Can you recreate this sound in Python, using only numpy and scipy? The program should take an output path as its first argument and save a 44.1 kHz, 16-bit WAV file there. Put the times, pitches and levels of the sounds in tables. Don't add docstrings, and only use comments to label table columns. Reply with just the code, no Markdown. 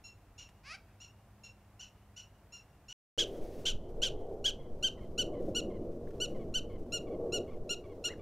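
import sys
import numpy as np
from scipy import signal
from scipy.fft import rfft, irfft, next_fast_len
from scipy.io import wavfile
from scipy.ndimage import uniform_filter1d, map_coordinates

SR = 44100
rng = np.random.default_rng(int(sys.argv[2]) if len(sys.argv) > 2 else 0)


def persist_wave(psi):
    counts = np.round(np.clip(psi, -1, 1) * 32767).astype(np.int16)
    wavfile.write(sys.argv[1], SR, np.atleast_2d(counts).T)


N = 362061
TIME = np.arange(N) / SR

# start_s, length_s, full_tension_pitch_hz, level_db, roughness (0-1)
NEAR_BARKS = [(3.18, 0.065, 1720, -30.5, .75), (3.653, .071, 1614, -33.5, 0.99),
              (4.018, 0.073, 1614, -32, 0.73), (4.442, 0.069, 1678, -31, 0.39),
              (4.826, 0.064, 1600, -31, 0.08), (5.178, .055, 1532, -32.5, 0.09),
              (5.548, 0.061, 1487, -35, 0.05), (6.201, 0.063, 1513, -35.5, 0),
              (6.54, 0.057, 1543, -34, 0.06), (6.921, 0.067, 1454, -37, 0), (7.322, 0.066, 1461, -37, 0.01),
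              (7.692, 0.058, 1443, -36.5, 0.05), (8.04, 0.055, 1457, -35.5, 0.11)]


def undb(db):
    return 10 ** (np.asarray(db) / 20)


def unit(x):
    return x / np.sqrt(np.mean(x ** 2) + 1e-20)


def curve(rows):
    return np.interp(TIME, *np.transpose(rows))


def colour(x, points):
    hz, db = np.transpose(points)
    size = next_fast_len(len(x) + 512)
    f = np.maximum(np.arange(size // 2 + 1) * SR / size, 1)
    gain = undb(np.interp(np.log(f), np.log(hz), db))
    return irfft(rfft(x, size) * gain, size)[:len(x)]


def noise(points, size=N):
    return unit(colour(rng.standard_normal(size), points))


def walk(rate_hz, size=N):
    knots = rng.standard_normal(2048)
    return np.interp(np.arange(size) * rate_hz / SR, np.arange(len(knots)), knots)


def add(track, start_s, sound):
    part = track[int(start_s * SR):][:len(sound)]
    part += sound[:len(part)]


def edges(size, ramp_s):
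    t = np.arange(size) / SR
    return np.clip(np.minimum(t, t[-1] - t) / ramp_s, 0, 1)


def swell(mid_s, half_s, order):
    return np.exp(-np.abs((TIME - mid_s) / half_s) ** order)


def field(x, scatter_db, hold_s, t60_s, thicket_db, thicket_s):
    t = TIME[:SR // 2]
    decay = undb(-60 * np.maximum(t - hold_s, 0) / t60_s)
    scatter = unit(rng.standard_normal(len(t)) * np.clip(t / 0.021, 0, 1) * decay)
    scatter = colour(scatter, [(3000, 1.5), (7000, -4.5), (14000, -1.5)])
    thicket_spread = np.exp(-np.abs(t - thicket_s) / 0.053)
    thicket = unit(noise([(3000, -0.5), (8000, -15.5)], len(t)) * thicket_spread)
    response = (undb(scatter_db) * scatter + undb(thicket_db) * thicket) / np.sqrt(len(t))
    return x + signal.fftconvolve(x, response)[:N]


def voice(hz, rough, throat, jitter, shimmer, flutter_hz, doubling, count=11):
    size = len(hz)
    wavering_hz = hz * (1 + 0.0078 * walk(400, size))
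    phase = 2 * np.pi * np.cumsum(wavering_hz) / SR
    phase = phase + jitter * rough * walk(flutter_hz, size)
    k = np.arange(1, count + 1)[:, None]
    partials = np.sin(k * phase + np.pi * k ** 2 / count)
    stack = np.sum(partials * (k * hz < .45 * SR), axis=0)
    stack = stack * (1 + doubling * np.cos(phase / 2))
    return colour(stack * (1 + shimmer * rough * walk(flutter_hz, size)), throat)


def call(rows, throat, rough, doubling, count):
    s, hz, db = np.transpose(rows)
    t = np.arange(s[0], s[-1], 1 / SR)
    out = np.zeros(N)
    stumble = 1 + .045 * doubling * walk(350, len(t))
    tone = voice(np.interp(t, s, hz) * stumble, rough, throat, jitter=0.6, shimmer=0.54,
                 flutter_hz=457, doubling=doubling, count=count)
    sound = unit(tone) + undb(-9.5) * rough * noise(throat, len(t))
    add(out, s[0], unit(sound) * undb(np.interp(t, s, db)) * edges(len(t), 0.0025))
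    return out


def calm():
    # (per Hz, relative)
    air_colour = [(12, -45), (20, -12.5), (70, -4), (101, -3.5), (133, -9.5), (207, -16), (252, -18),
                  (289, -16), (324, -18.5), (362, -19.5), (614, -20.5), (667, -18), (2610, -33.5),
                  (4190, -41), (15500, -44.5)]
    # pitch_hz, mean_peak_level_db
    engine_lines = [(50.5, -67.5), (101.5, -65), (204, -73)]
    drift = 1 + 0.00493 * walk(2.76)
    drone = np.zeros(N)
    for hz, db in engine_lines:
        level = undb(db + 3.1 * walk(2.83))
        drone += level * np.sin(2 * np.pi * np.cumsum(hz * drift) / SR)
    return drone + noise(air_colour) * undb(-61.5 + 0.23 * walk(8.6))


def grass():
    # mid_s, length_s, level_db
    rustles = [(3.406, 0.62, -65), (5.462, 0.12, -70.5), (6.238, 0.36, -73)]
    # (per Hz, relative)
    hiss_colour = [(800, 2), (2000, -0.5), (4500, -5), (6200, -4), (6900, -7.5), (11000, -10),
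                   (15000, -11.5)]
    hiss_db = -75
    rustle = sum(undb(db) * swell(s, length / 2, order=6) for s, length, db in rustles)
    return noise(hiss_colour) * np.hypot(undb(hiss_db), rustle) * undb(1.75 * walk(67))


def wind():
    # time_s, level_db
    gust_course = [(3.2, -42), (3.76, -52), (4.24, -43), (4.58, -52), (5.07, -49.5), (5.32, -39.5),
                   (6.1, -45), (6.4, -43.5), (6.54, -48.5), (6.89, -48), (7.2, -37.5), (7.41, -37.5),
                   (7.47, -47), (7.86, -49), (7.91, -47.5), (8.2, -50.5)]
    # time_s, ratio
    rush_pitch = [(3.3, 1.005), (4.3, 1.1), (5.6, .95), (7.3, 1.0)]
    # time_s, level_db
    roar_course = [(3.2, -51.5), (4.51, -55), (5.65, -43.5), (6.07, -48.5), (7.38, -47.5), (7.89, -59),
                   (8.2, -53.5)]
    # (per Hz, relative)
    rush_colour = [(150, -23), (270, -8), (350, 3), (470, 0.5), (640, -4.5), (800, -16.5), (1000, -36.5),
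                   (1500, -55), (3000, -65), (9000, -86.5)]
    moan_colour = [(100, -75), (380, -40), (455, -4), (467, 16), (479, 4.5), (570, -41.5), (2500, -93)]
    edge_colour = [(700, -24.5), (1000, 4.5), (1150, 8.5), (1450, -19.5), (5000, -66.5)]
    roar_colour = [(50, -4), (100, -0.5), (160, -2.5), (230, 0.5), (310, -4.5), (450, -25.5), (1000, -48),
                   (4000, -82.5)]
    breeze_colour = [(20, -10), (90, 4.5), (200, -8.5), (500, -24), (900, -17), (1500, -30.5), (3000, -71),
                     (7000, -76.5), (15000, -61.5)]

    gust_db = curve(gust_course)
    flow = map_coordinates(noise(rush_colour), [np.cumsum(curve(rush_pitch))], mode="mirror")
    flow = flow * undb(-0.2 + 1.5 * walk(35))
    rush = (flow + undb(-10.5) * noise(moan_colour)) * undb(gust_db)
    edge = noise(edge_colour) * undb(-67 + 1.4 * (gust_db - gust_db.max()))
    roar = noise(roar_colour) * undb(curve(roar_course) - 0.6 + 0.93 * walk(13))
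    breeze = noise(breeze_colour) * undb(-54.5 + walk(6.5))
    return rush + edge + roar + breeze


def buffeting():
    # mid_s, level_db
    eddies = [(3.75, -31.5), (4.129, -34), (4.73, -44), (4.98, -35), (6.061, -40), (6.77, -37),
              (7.6, -38.5)]
    # (per Hz, relative)
    rumble_colour = [(4, 1), (10, -5.5), (18, -3), (30, -15), (60, -22), (120, -27), (300, -46), (900, -99)]
    eddy_half_s = .05
    rumble_db, swing_db, swing_rate_hz = -43, 2, 10
    lull_start_s, lull_fade_s, lull_db = 6.8, 0.16, -7
    lull = np.clip((TIME - lull_start_s) / lull_fade_s, 0, 1)
    small = undb(rumble_db + swing_db * walk(swing_rate_hz) + lull_db * lull)
    big = sum(undb(db) * swell(s, eddy_half_s, order=2) for s, db in eddies)
    return noise(rumble_colour) * np.hypot(small, big)


def ticks():
    # start_s, level_db (before decay), knock_db (gain at 1.7 kHz)
    snaps = [(0.49, -59.5, -8), (4.98, -72, 0), (6.073, -62, 20), (6.106, -61, 6)]
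    # freq_hz, gain_db
    snap_colour = [(600, -3), (1800, 5), (4000, -5), (9000, -11), (15000, -20)]
    out = np.zeros(N)
    t = np.arange(1024) / SR
    for s, db, knock_db in snaps:
        snap = colour(noise(snap_colour, len(t)), [(1000, 0), (1700, knock_db), (2800, 0)])
        add(out, s, undb(db) * unit(snap) * np.exp(-t / 0.0076))
    return out


def bird_squawk():
    # time_s, pitch_hz, level_db
    glide = [(.632, 466, -71), (.66, 530, -55.5), (.68, 568, -51.5), (.70, 615, -49.5), (.718, 640, -45),
             (.738, 728, -48), (.751, 800, -45.5), (.772, 646, -67)]
    # freq_hz, gain_db
    throat = [(350, -31), (720, -11.5), (1250, -1), (1900, -2.5), (2500, 3.5), (3150, -11.5), (3700, -12),
              (4900, -3), (5800, -10.5), (7200, -20), (9000, -30), (10000, -18), (12000, -46)]
    return call(glide, throat, rough=0.22, doubling=0.15, count=18)


def whistle():
    # time_s, pitch_hz, level_db
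    glide = [(8.08, 1320, -60), (8.095, 1840, -56), (8.11, 2010, -48), (8.124, 2130, -52),
             (8.138, 1770, -54), (8.153, 1350, -78)]
    # freq_hz, gain_db
    throat = [(1300, 8), (2100, -6), (3200, -16), (8000, -34)]
    return call(glide, throat, rough=0.93, doubling=0, count=4)


def squeaks():
    # delay_s (from bark start), length_s, pitch_hz (centre, at climb_mid_s), level_db (clear bark)
    notes = [(0.149, .03, 1106, -63.5), (.185, .048, 1121, -65.5)]
    # freq_hz, gain_db
    throat = [(1000, 10.5), (2200, 6.5), (3300, -2), (4500, -10), (9000, -43)]
    climb_hz_per_s, climb_mid_s = 23, 6.6
    harsh_db = -18.5
    scatter_s, scatter_hz = 0.0044, 28.3
    out = np.zeros(N)
    for s, _, _, _, rough in NEAR_BARKS:
        for delay, length, hz, db in notes:
            late, sharp = rng.standard_normal(2)
            u = np.linspace(0, 1, int(length * SR))
            sag = 1 - .1 * u ** 2
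            pitch_hz = hz + climb_hz_per_s * (s - climb_mid_s) + scatter_hz * sharp
            sound = voice(pitch_hz * sag, 0.48, throat, jitter=0.47, shimmer=0.89,
                          flutter_hz=800, doubling=0.077, count=7)
            sound = unit(sound * edges(len(u), 0.0052))
            add(out, s + delay + scatter_s * late, undb(db + harsh_db * rough) * sound)
    return out


def barks(rows, throat, upper_db, rasp_db, ramp_s, hoarse):
    # share_of_length, tension (0 slack, 1 full), level_db (relative)
    shape = [(0, 0.092, -0.5), (.14, .42, 5), (.33, 0.96, 9.5), (.52, .86, 6.5), (.76, .52, 4.5),
             (0.892, .2, -3), (1, -0.56, -8.5)]
    # freq_hz, gain_db
    rasp_colour = [(1200, -13.5), (2200, 2.5), (3100, -1), (4800, 8), (7000, 1.5), (14000, 4)]
    slack_hz = 1322
    out = np.zeros(N)
    share, tension, shape_db = np.transpose(shape)
    for s, length, full_hz, db, rough in rows:
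        u = np.linspace(0, 1, int(length * SR)) ** (1 - 0.29 * min(rough, 1))
        tense = uniform_filter1d(np.interp(u, share, tension), size=300, mode="nearest")
        strain = np.exp(-((u - .46) / .25) ** 4)
        chaos = hoarse + rough * (.13 + strain) + .25 * u ** 6
        pitch_hz = slack_hz + (full_hz - slack_hz) * tense
        tone = voice(pitch_hz, chaos, throat, jitter=0.27, shimmer=0.6,
                     flutter_hz=1508, doubling=0.032 * strain)
        rasp = chaos * colour(noise(throat, len(u)), rasp_colour)
        sound = unit(tone) + undb(rasp_db) * rasp
        course_db = np.interp(u, share, shape_db) - 4.2 * rough * strain
        sound = colour(sound, [(3500, 0), (5200, upper_db)])
        sound = sound * undb(course_db) * edges(len(u), ramp_s)
        add(out, s, undb(db) * unit(sound))
    return out


def far_animal():
    # start_s, length_s, full_tension_pitch_hz, level_db, roughness (0-1)
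    far_barks = [(.038, 0.058, 1380, -54.5, 0), (.378, 0.067, 1450, -54.5, 0.63),
                 (1.0, 0.065, 1443, -56, .28), (1.433, 0.048, 1391, -55, 0.22),
                 (1.793, 0.059, 1517, -52.5, 0.33), (2.162, .0565, 1500, -53, 0.4),
                 (2.521, 0.061, 1413, -53.5, .06), (2.882, 0.068, 1494, -52, 0.3)]
    # freq_hz, gain_db
    throat = [(900, -46), (1450, -19), (2200, -7), (2800, -1.5), (3600, -4.5), (4400, -14), (5600, 1.5),
              (6950, -1), (7800, -18.5), (9800, -27), (11400, -25), (15000, -39)]
    return barks(far_barks, throat, upper_db=-4.5, rasp_db=-11, ramp_s=0.0034, hoarse=0.073)


def near_animal():
    # freq_hz, gain_db
    throat = [(800, -16.5), (1500, -23), (2300, -16), (2850, -5), (3250, 3), (3900, -10), (4700, -19.5),
              (5800, -12), (7200, -14), (7900, -28), (8700, -23), (9700, -39), (11500, -31.5),
              (15000, -53.5)]
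    near_barks = barks(NEAR_BARKS, throat, upper_db=0.4, rasp_db=-3.0, ramp_s=0.0021, hoarse=0.0086)
    return near_barks + squeaks()


def scene():
    first_end_s, second_start_s = 2.928, 3.177
    first, second = TIME < first_end_s, TIME > second_start_s
    snaps = ticks()
    far = field(far_animal(), scatter_db=-3, hold_s=0.029, t60_s=0.17,
                thicket_db=-29, thicket_s=0.17)
    bird = field(bird_squawk(), scatter_db=-13.0, hold_s=0.017, t60_s=.22,
                 thicket_db=-34, thicket_s=0.2)
    near = field(near_animal() + whistle(), scatter_db=-15.0, hold_s=0.025, t60_s=0.17,
                 thicket_db=-45, thicket_s=.16)
    first_mix = far + bird + calm() + snaps
    second_mix = near + wind() + buffeting() + grass() + snaps
    mid = first_mix * first + second_mix * second
    side_hiss = noise([(100, 0.0), (1000, 5.0), (5000, 3.5), (15000, 0.0)])
    side = undb(-79) * side_hiss * (first | second)
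    return np.array([mid + side, mid - side])


def record(dry):
    return signal.sosfilt(signal.ellip(10, .2, 70, 15600, fs=SR, output="sos"), dry)


dry = scene()
out = record(dry)
persist_wave(out)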